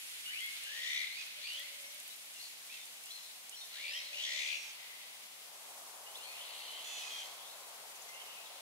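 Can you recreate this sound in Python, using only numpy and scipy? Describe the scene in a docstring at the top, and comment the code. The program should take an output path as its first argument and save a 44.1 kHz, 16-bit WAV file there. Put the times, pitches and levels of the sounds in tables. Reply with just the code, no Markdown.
"""Birds in a leafy wood

Songbirds whistle rising notes and buzzy trills, with breath rasping in their throats. One bird mews
through a stack of overtones and a dove coos far off; trunks and leaves scatter their voices. Behind
them lie a far chorus, rustling leaves, twig ticks, hiss, faint hum, a low rumble and a distant vehicle
that draws near. We listen through two crossed microphones."""
import sys
import numpy as np
from scipy import signal
from scipy.fft import rfft, irfft, next_fast_len
from scipy.io import wavfile

SR = 44100
rng = np.random.default_rng(int(sys.argv[2]) if len(sys.argv) > 2 else 0)


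def persist_wave(psi):
    """Save psi, clipped to +-1, as 16-bit WAV."""
    counts = np.round(np.clip(psi, -1, 1) * 32767).astype(np.int16)
    wavfile.write(sys.argv[1], SR, np.atleast_2d(counts).T)


N = 379681

# The tone colour of each noise. Each row: frequency in Hz, relative level in dB.
HISS_SPECTRUM = [(15, -57), (40, -27), (75, -38), (110, -25), (170, -22.5), (330, -18), (550, -9.5),
                 (1400, -10), (2200, -9), (5000, -5.5), (10000, -5.5), (15600, -11.5)]
RUMBLE_SPECTRUM = [(20, -24), (45, -17), (70, -12.5), (110, -23.5), (160, -2.5), (260, -2),
                   (400, -13.5), (800, -54)]
VEHICLE_SPECTRUM = [(30, -58), (100, -53), (250, -21.5), (450, -4.5), (700, 3), (1050, 1.5), (1400, -5),
                    (2000, -13), (6000, -46)]
LEAVES_SPECTRUM = [(200, -63), (1500, -29), (4000, -9), (7000, -2), (10000, 0.5), (13000, -3.5),
                   (16000, -43)]
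CHORUS_SPECTRUM = [(400, -65), (1300, -16.5), (1800, -9), (2050, -3.5), (2400, -3.5), (3300, -3),
                   (4400, -7), (5500, -15), (8000, -31)]
LOW_RASP_SPECTRUM = [(600, -79), (1600, -13.5), (2000, -2), (2600, 1), (3600, 1), (4300, 2.5), (4900, -8),
                     (5600, -25), (9000, -52)]
HIGH_RASP_SPECTRUM = [(1000, -64), (4000, -17), (5000, -2), (6500, -3.5), (8000, -12.5), (9500, -32)]
# How the background sounds rise and fall. Each row: time in seconds, level in dB.
VEHICLE_LEVELS = [(0, -100), (.8, -78), (3.1, -70), (5.3, -67), (5.78, -58.5), (8.61, -59)]
LEAVES_LEVELS = [(0, -52), (.6, -53.5), (1.29, -61), (1.73, -56), (2.2, -57), (3.9, -61.5), (5.3, -81),
                 (5.6, -58), (6.7, -56.5), (8.61, -65)]
CHORUS_LEVELS = [(0, -51), (.6, -46.5), (1.7, -50.5), (2.3, -55.5), (3.4, -57.5), (4.7, -51.5), (5.1, -54),
                 (5.45, -58), (6.0, -59.5), (7.4, -57), (8.61, -57.5)]
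# Twigs cracking. Each row: start in seconds, level in dB before filtering, centre pitch in Hz.
TWIG_TICKS = [(0.4075, -39, 9070), (0.4618, -38, 10600), (0.6374, -38, 9590), (1.533, -41, 8950),
              (1.5958, -41, 11200), (1.9455, -39, 10900), (2.001, -38, 8500), (2.0777, -39, 10700),
              (2.162, -43, 10300), (2.8549, -39, 9000), (3.0375, -40, 9480), (3.0584, -40, 9470),
              (3.495, -35.5, 8100), (3.9389, -42, 9000)]
# Coos and mews. Each row: start and length in seconds, first, halfway and last pitch in Hz, level in dB.
DOVE_COOS = [(.55, 0.62, 530, 546, 579, -79.5), (1.361, 0.099, 585, 583, 580, -71.5),
             (1.521, .5, 580, 585, 577, -71), (3.819, 0.81, 575, 581, 569, -71.5)]
MEW_CALLS = [(4.329, .39, 879, 842, 794, -57), (6.84, .375, 873, 856, 823, -57)]
# A mew's overtones. Each row: multiple of the pitch, relative dB while clear, relative dB once cracked.
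MEW_OVERTONES = [(2, -17, -17), (3, 0, 1), (4, 3.5, -9), (5, -12, -12), (6, -9, -10), (7, 2, 0),
                 (8, 1.5, -1.5), (9, -11, -14), (10, -5, -8)]
# Breath under the song. Each row: start, swell time and hold time in seconds, level in dB,
# brightness in dB (more lifts the high part of the rasp).
RASP_PHRASES = [(.15, 0.11, 0.14, -66, -1), (.5, 0.36, .12, -46, 4), (1.12, 0.046, 0.047, -49.5, 3),
                (1.37, 0.049, 0.14, -47.5, -1), (2.07, 0.036, 0.018, -63, 9), (2.28, 0.092, 0.1, -55.5, 6),
                (2.64, 0.078, 0.038, -50, 0), (2.997, 0.064, 0.17, -58.5, 8.5),
                (3.684, 0.071, 0.25, -45, -4), (4.085, 0.13, 0.18, -41, 2.5),
                (6.095, 0.28, 0.62, -50.5, -11), (6.798, 0.18, 0.25, -48.5, 1.5),
                (8.098, 0.45, 0.043, -56.5, -2)]
# Songbird notes. Each row: start and length in seconds, first, halfway and last pitch in Hz, main level
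# in dB, share of the length where that level falls, trill swing in Hz, direction in degrees to the left.
SONG_NOTES = [(0.254, 0.062, 2874, 2950, 2990, -46, 0.7, 90, 93),
              (0.398, 0.078, 3220, 3340, 3310, -51, 0.3, 60, 89),
              (0.403, 0.095, 2018, 2154, 2137, -45, 0.32, 0, 59),
              (0.624, 0.2, 2755, 2996, 3140, -50.5, 0.37, 246, 90),
              (0.816, 0.27, 3190, 3464, 3596, -44, 0.49, 607, 91),
              (1.109, 0.11, 3780, 4580, 4800, -52, 0.5, 89, 72.5),
              (1.167, 0.066, 2433, 2537, 2390, -47.5, 0.58, 0, -43),
              (0.84, 0.17, 5660, 5920, 6060, -53.5, 0.7, 220, 37),
              (1.436, 0.046, 2250, 2450, 2500, -50.5, 0.5, 150, -11),
              (1.468, 0.15, 2840, 3020, 3474, -47.5, 0.7, 180, 3),
              (1.588, 0.086, 1847, 2047, 2180, -52, 0.76, 30, 37),
              (1.83, 0.052, 2120, 2190, 2180, -55, 0.5, 30, 65),
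              (1.85, 0.067, 5780, 5800, 5850, -59, 0.5, 35, 75),
              (2.099, 0.049, 3860, 3920, 3900, -57.5, 0.5, 60, 48),
              (2.358, 0.052, 2780, 2770, 2840, -59, 0.4, 40, 35),
              (2.39, 0.084, 4120, 4450, 4310, -52.5, 0.2, 297, 71),
              (2.43, 0.035, 2670, 2660, 2640, -62, 0.4, 40, 69),
              (2.692, 0.095, 2250, 2690, 2290, -54, 0.55, 10, -25),
              (2.798, 0.06, 3570, 3590, 3580, -59, 0.3, 60, 33),
              (3.036, 0.089, 2665, 2920, 3620, -56.5, 0.88, 102, 87),
              (3.105, 0.096, 3950, 4210, 3930, -50.5, 0.27, 128, 67),
              (3.229, 0.1, 4010, 4050, 4200, -57.5, 0.3, 452, 54),
              (3.521, 0.035, 3010, 3030, 3520, -50, 0.28, 102, 94),
              (3.562, 0.072, 4150, 4204, 4260, -53.5, 0.5, 100, 59),
              (3.555, 0.11, 5530, 5750, 5700, -56.5, 0.15, 250, 84),
              (3.607, 0.041, 3730, 3720, 3550, -51, 0.4, 176, 95),
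              (3.729, 0.045, 4140, 4070, 3900, -58, 0.5, 150, 52),
              (3.879, 0.14, 4450, 5400, 5300, -51.5, 0.56, 344, -4),
              (3.91, 0.1, 1720, 1973, 2260, -50.5, 0.9, 28, 52),
              (4.044, 0.057, 4080, 4130, 4100, -52.5, 0.5, 48, 54),
              (4.128, 0.16, 2410, 3060, 3330, -42.5, 0.68, 294, 83),
              (4.301, 0.26, 3460, 3606, 3660, -45, 0.86, 800, 47),
              (4.779, 0.7, 2060, 2050, 2084, -58, 0.1, 160, 57),
              (6.064, 0.052, 2950, 2970, 3090, -54, 0.36, 80, 94),
              (6.148, 0.032, 3260, 3900, 4100, -51.5, 0.46, 250, 85),
              (6.175, 0.088, 2595, 2970, 3170, -54.5, 0.7, 150, 90),
              (6.23, 0.094, 4200, 4390, 4340, -55.5, 0.4, 60, 61),
              (6.244, 0.19, 2345, 2600, 3315, -52, 1, 150, 86),
              (6.45, 0.82, 4145, 4170, 4080, -56, 0.23, 520, 66),
              (6.997, 0.21, 2150, 2130, 2220, -64, 0.55, 150, 56),
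              (7.384, 0.17, 3220, 3600, 4220, -58.5, 0.66, 299, 83),
              (7.953, 0.019, 7200, 6350, 5540, -56, 0.6, 0, -53),
              (8.018, 0.015, 7030, 6250, 5540, -54, 0.6, 0, 52),
              (8.08, 0.019, 6800, 6000, 5240, -56, 0.7, 0, 74),
              (8.143, 0.014, 7100, 6150, 5230, -58, 0.8, 0, 57),
              (8.077, 0.21, 2062, 2150, 2180, -57, 0.1, 38, 70),
              (8.122, 0.11, 2540, 2800, 3020, -55, 0.98, 220, -77),
              (8.268, 0.093, 2750, 2890, 2930, -56, 0.55, 254, 97),
              (8.36, 0.079, 2505, 2610, 2730, -55, 0.5, 202, 82),
              (8.455, 0.023, 4090, 3570, 3270, -54.5, 0.5, 120, 60)]
# Winding calls. Each row: direction in degrees to the left, random share of the trill, a list of points.
# Each point: time in seconds, pitch in Hz, level in dB, trill swing in Hz.
SONG_CALLS = [(67, .3, [(.27, 1350, -52, 60), (.315, 1800, -51, 100), (.335, 2200, -46, 130),
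              (.37, 2650, -44, 130), (.39, 2900, -43, 130), (.405, 3200, -49, 80)]),
              (52, .2, [(.665, 1580, -49, 30), (.75, 1800, -47, 60), (.83, 1960, -43.5, 100),
              (.89, 2060, -39.5, 140), (.94, 2090, -39, 170), (1.045, 2170, -39.5, 200),
              (1.062, 2180, -43, 200)]), (12, .3, [(3.725, 1250, -58, 40), (3.77, 1700, -56, 60),
              (3.805, 2150, -50, 100), (3.85, 2350, -44, 150), (3.9, 2550, -46, 170),
              (3.94, 2850, -42, 190), (3.97, 3200, -45, 100), (3.99, 3250, -52, 60)]),
              (47, .12, [(4.24, 1950, -48, 130), (4.29, 2080, -43.5, 180), (4.36, 2170, -43.5, 250),
              (4.45, 2340, -42, 320), (4.53, 2580, -42.5, 280), (4.58, 2650, -46, 240)]),
              (55, .4, [(1.42, 3900, -50, 60), (1.44, 4300, -50, 80), (1.465, 4620, -51, 100),
              (1.51, 4600, -54, 100)]), (7, .65, [(6.45, 3000, -59, 300), (6.62, 3080, -57, 300),
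              (6.79, 3150, -52, 180), (6.85, 3100, -57, 300), (7.0, 3080, -53.5, 250),
              (7.09, 3100, -56, 300), (7.115, 3280, -50, 90), (7.2, 3200, -51.5, 120),
              (7.26, 3100, -56, 150)])]

TRILLS_PER_S = 72
THROAT_HZ = 1950   # small singers give out little sound below this
SIDE_LAG = 2   # samples by which the song reaches the left microphone later
TIME = np.arange(N) / SR


def amp(db):
    """Turns decibels into a gain to multiply by."""
    return 10 ** (np.asarray(db) / 20)


def unit_level(x):
    """Scales a signal so its average (rms) level is 1."""
    return x / np.sqrt(np.mean(x ** 2) + 1e-20)


def drift(rate_hz, size):
    """A smooth random wobble of about 1 either way; a higher rate wobbles faster."""
    pole = np.exp(-2 * np.pi * rate_hz / SR)
    smooth = signal.lfilter([1], [1, -2 * pole, pole * pole], rng.standard_normal(size + 4000))
    return unit_level(smooth[4000:])


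def gain_curve(levels):
    """A gain that glides from one listed level to the next."""
    return amp(np.interp(TIME, *np.transpose(levels)))


def stereo(x, left_db, lag, right_gain):
    """One sound at both microphones, lag samples later on the left; a minus gain flips the right wave."""
    return np.array([amp(left_db / 2) * np.roll(x, lag), right_gain * amp(-left_db / 2) * x])


def shaped(white, spectrum):
    """Gives white noise a tone colour, at an average level of 1."""
    size = next_fast_len(N)
    hz, level_db = np.transpose(spectrum)
    bin_hz = np.fft.rfftfreq(size, 1 / SR) + 1
    gains = amp(np.interp(np.log(bin_hz), np.log(hz), level_db))
    return unit_level(irfft(rfft(white, size) * gains, size)[..., :N])


def stereo_noise(spectrum, alike, left_db, flicker_db, lag=3, right_gain=1):
    """Flickering noise; alike (0 to 1) sets how much of it the two sides share."""
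    shared = stereo(rng.standard_normal(N), 0, lag, right_gain)
    own = rng.standard_normal((2, N))
    noise = shaped(np.sqrt(alike) * shared + np.sqrt(1 - alike) * own, spectrum)
    return noise * amp(flicker_db * drift(22, N)) * amp([[left_db / 2], [-left_db / 2]])


def note_shape(start, length, first_hz, halfway_hz, last_hz, main_db, main_at, start_db, end_db, fade_s):
    """A note's first sample, progress (0 to 1), arching pitch and gain; end levels add to main_db."""
    t = np.arange(round(length * SR)) / SR
    along = t / length
    level_db = main_db + np.interp(along, [0, np.clip(main_at, .02, .98), 1], [start_db, 0, end_db])
    fades = np.clip(np.minimum(t, length - t) / fade_s, 0, 1)
    arch_hz = halfway_hz - (first_hz + last_hz) / 2
    hz = first_hz + (last_hz - first_hz) * along + 4 * arch_hz * along * (1 - along)
    return round(start * SR), along, hz, amp(level_db) * fades * np.sqrt(2)


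def microphone_noise():
    """The microphones' own hiss, and a faint hum picked up from mains power."""
    hiss = amp(-53) * stereo_noise(HISS_SPECTRUM, alike=.045, left_db=2.5, flicker_db=.73)
    hum = amp(-102) * np.sin(2 * np.pi * 60.4 * TIME) * [[1], [-1]]
    return hiss + hum


def rumble():
    """A low rumble, partly pushing the two microphones opposite ways."""
    noise = stereo_noise(RUMBLE_SPECTRUM, alike=.3, left_db=-1, flicker_db=.7, right_gain=-1.15)
    return amp(-79) * noise


def vehicle():
    """A distant rush on the left that grows as the vehicle draws near."""
    noise = stereo_noise(VEHICLE_SPECTRUM, alike=.61, left_db=6.5, flicker_db=.5)
    return gain_curve(VEHICLE_LEVELS) * noise


def leaves():
    """Leaves rustle: a bright noise that comes and goes."""
    noise = stereo_noise(LEAVES_SPECTRUM, alike=.028, left_db=-3, flicker_db=1.4)
    return gain_curve(LEAVES_LEVELS) * noise


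def far_chorus():
    """Many far birds blur into one band of noise."""
    noise = stereo_noise(CHORUS_SPECTRUM, alike=.39, left_db=.6, flicker_db=.8, lag=0, right_gain=-1.16)
    return gain_curve(CHORUS_LEVELS) * noise


def twig_ticks():
    """Twigs crack: tiny bursts of bright noise, each around its own pitch."""
    out, size = np.zeros(N), 400
    decay = amp(-60 * TIME[:size] / .015)   # 60 dB down in 15 ms
    for start, level_db, hz in TWIG_TICKS:
        band = signal.butter(2, [.74 * hz, 1.26 * hz], "band", fs=SR, output="sos")
        first = round(start * SR)
        out[first:first + size] += amp(level_db) * signal.sosfilt(band, decay * rng.standard_normal(size))
    return out


def wood_echoes(voices, far_s=.78, near_s=.06):
    """Countless echoes off far trunks and leaves and near branches; each set drops 60 dB in its time."""
    t = np.arange(SR) / SR
    far = rng.standard_normal((2, SR)) * amp(-60 * t / far_s) * np.clip(t / .0082, 0, 1)
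    near = rng.standard_normal((2, SR)) * amp(7 - 60 * t / near_s)
    echoes = signal.sosfilt(signal.butter(1, 6000, fs=SR, output="sos"), far + near)
    echoes /= np.sqrt(np.sum(echoes ** 2) / 2)
    return signal.fftconvolve(voices[None], echoes, axes=1)[:, :N]


def dove(gap_hz=47):
    """A soft coo: two low, wavering tones lie so close that they beat together and purr."""
    out = np.zeros(N)
    for row in DOVE_COOS:
        first, _, hz, gain = note_shape(*row, main_at=.4, start_db=-4, end_db=-7, fade_s=.016)
        size = len(hz)
        for offset_hz in (-gap_hz / 2, gap_hz / 2):
            phase = 2 * np.pi * np.cumsum(hz + offset_hz + 10 * drift(30, size)) / SR
            out[first:first + size] += gain * amp(2.5 * drift(6, size)) * np.sin(phase)
    return out


def mewing_bird():
    """A nasal, sinking stack of overtones without the lowest tone; clear at first, then cracked."""
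    out = np.zeros(N)
    for start, length, *pitch_and_level in MEW_CALLS:
        first, along, hz, gain = note_shape(start, length, *pitch_and_level,
                                            main_at=.33, start_db=-6, end_db=-4, fade_s=.0038)
        size = len(hz)
        cracked = np.clip((along - .43) / .04, 0, 1)   # here the voice sags, roughens and rattles
        scoop_hz = 27.1 * np.exp(-along * length / .0255)   # slides up into the note
        wobble_hz = 2.5 * drift(20, size) + 7 * cracked * drift(150, size)
        phase = 2 * np.pi * np.cumsum(hz - scoop_hz - 8 * cracked + wobble_hz) / SR
        for multiple, clear_db, cracked_db in MEW_OVERTONES:
            level_db = clear_db + (cracked_db - clear_db) * cracked + 1.8 * drift(9, size)
            rattle = 1 + .28 * cracked * drift(70, size)
            out[first:first + size] += gain * rattle * amp(level_db) * np.sin(multiple * phase)
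    return out


def breath_rasp(beats):
    """Breath rasps through the singers' throats, puffing on the trill beat; it swells, holds and dies."""
    low_power, high_power = np.zeros((2, N))
    for start, swell_s, hold_s, level_db, bright_db in RASP_PHRASES:
        rising_db = -13.5 * np.clip(1 - (TIME - start) / swell_s, 0, None)
        dying_db = -106 * np.clip(TIME - start - swell_s - hold_s, 0, None)
        power = amp(level_db + rising_db + dying_db) ** 2
        low_power += power
        high_power += power * amp(bright_db - 7) ** 2
    puffs = rng.standard_normal((2, N)) * (1 - .55 * np.cos(2 * np.pi * beats - .6))
    low = np.sqrt(low_power) * shaped(puffs[0], LOW_RASP_SPECTRUM)
    high = np.sqrt(high_power) * shaped(puffs[1], HIGH_RASP_SPECTRUM)
    return low + high


def melody(note_ragged=.55):
    """Each note and call as first sample, pitch, gain, trill swing, random share and direction."""
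    for start, length, *pitch_and_level, main_at, swing_hz, degrees in SONG_NOTES:
        start_db = 2.5 - 44 * main_at * length   # longer notes start and end more quietly
        end_db = -2 - 27 * (1 - main_at) * length
        first, along, hz, gain = note_shape(start, length, *pitch_and_level,
                                            main_at, start_db, end_db, fade_s=.0028)
        widening = .55 + .45 * along
        yield first, hz, gain, swing_hz * widening, note_ragged, degrees
    for degrees, ragged, points in SONG_CALLS:
        times, hz, level_db, swing_hz = np.transpose(points)
        first = round(times[0] * SR)
        t = np.arange(first, round(times[-1] * SR)) / SR
        fades = np.clip(np.minimum(t - times[0], times[-1] - t) / .003, 0, 1)
        gain = np.sqrt(2) * fades * amp(np.interp(t, times, level_db))
        yield first, np.interp(t, times, hz), gain, np.interp(t, times, swing_hz), ragged, degrees


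def songbirds(beats):
    """Almost pure whistles with a trill, given in stereo and also in mono to feed the echoes."""
    out = np.zeros((3, N))
    for first, hz, gain, swing_hz, ragged, degrees in melody():
        size = len(hz)
        beat = beats[first:first + size] % 1
        flick = 4 * beat ** 2 - 4 / 3   # in each beat the pitch lingers low, then flicks up
        trill = (1 - ragged) * flick + ragged * 1.2 * drift(244, size)
        pulse_depth = np.clip(.4 * swing_hz / 150, 0, .8) * (1 - ragged ** 2)
        pulse = 1 - pulse_depth * np.cos(2 * np.pi * beat - .3)
        # A husky roughness in the voice makes the level flutter.
        flutter = 1 + .17 * drift(50, size) + .35 * ragged * drift(200, size)
        phase = 2 * np.pi * np.cumsum(hz + swing_hz * trill + 30 * drift(57.6, size)) / SR
        whistle = np.sin(phase) + amp(-19) * np.sin(2 * phase)
        angle = np.radians(45 - degrees)   # the microphones point 45 degrees left and right
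        pickup = [[np.sqrt(2) * np.cos(angle)], [np.sqrt(2) * np.sin(angle)], [1]]
        out[:, first:first + size] += pickup * (gain * pulse * flutter * whistle)
    throat = signal.butter(3, THROAT_HZ, "high", fs=SR, output="sos")
    left, right, mono = signal.sosfilt(throat, out + 1e-18)
    return np.array([np.roll(left, SIDE_LAG), right]), mono


def scene():
    """The birds, heard directly and as echoes, over the background."""
    beats = np.cumsum(TRILLS_PER_S * (1 + .05 * drift(22, N))) / SR   # running count of trill beats
    stereo_song, mono_song = songbirds(beats)
    breath, mew, coo = breath_rasp(beats), mewing_bird(), dove()
    direct = (stereo_song
              + stereo(amp(-6) * breath, left_db=3.5, lag=SIDE_LAG, right_gain=-1.06)
              + stereo(mew, left_db=-8.5, lag=0, right_gain=1)
              + stereo(coo, left_db=8, lag=3, right_gain=.48)
              + stereo(twig_ticks(), left_db=-13, lag=0, right_gain=.94))
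    background = far_chorus() + leaves() + vehicle() + microphone_noise() + rumble()
    echoes = wood_echoes(mono_song + breath + amp(-6) * mew + amp(-2.5) * coo)
    return background + amp(-7.5) * echoes + direct


def record(dry):
    """Cuts away the highest treble, above 15700 Hz."""
    return signal.sosfilt(signal.ellip(12, .3, 70, 15700, fs=SR, output="sos"), dry)


dry = scene()
out = record(dry)
persist_wave(out)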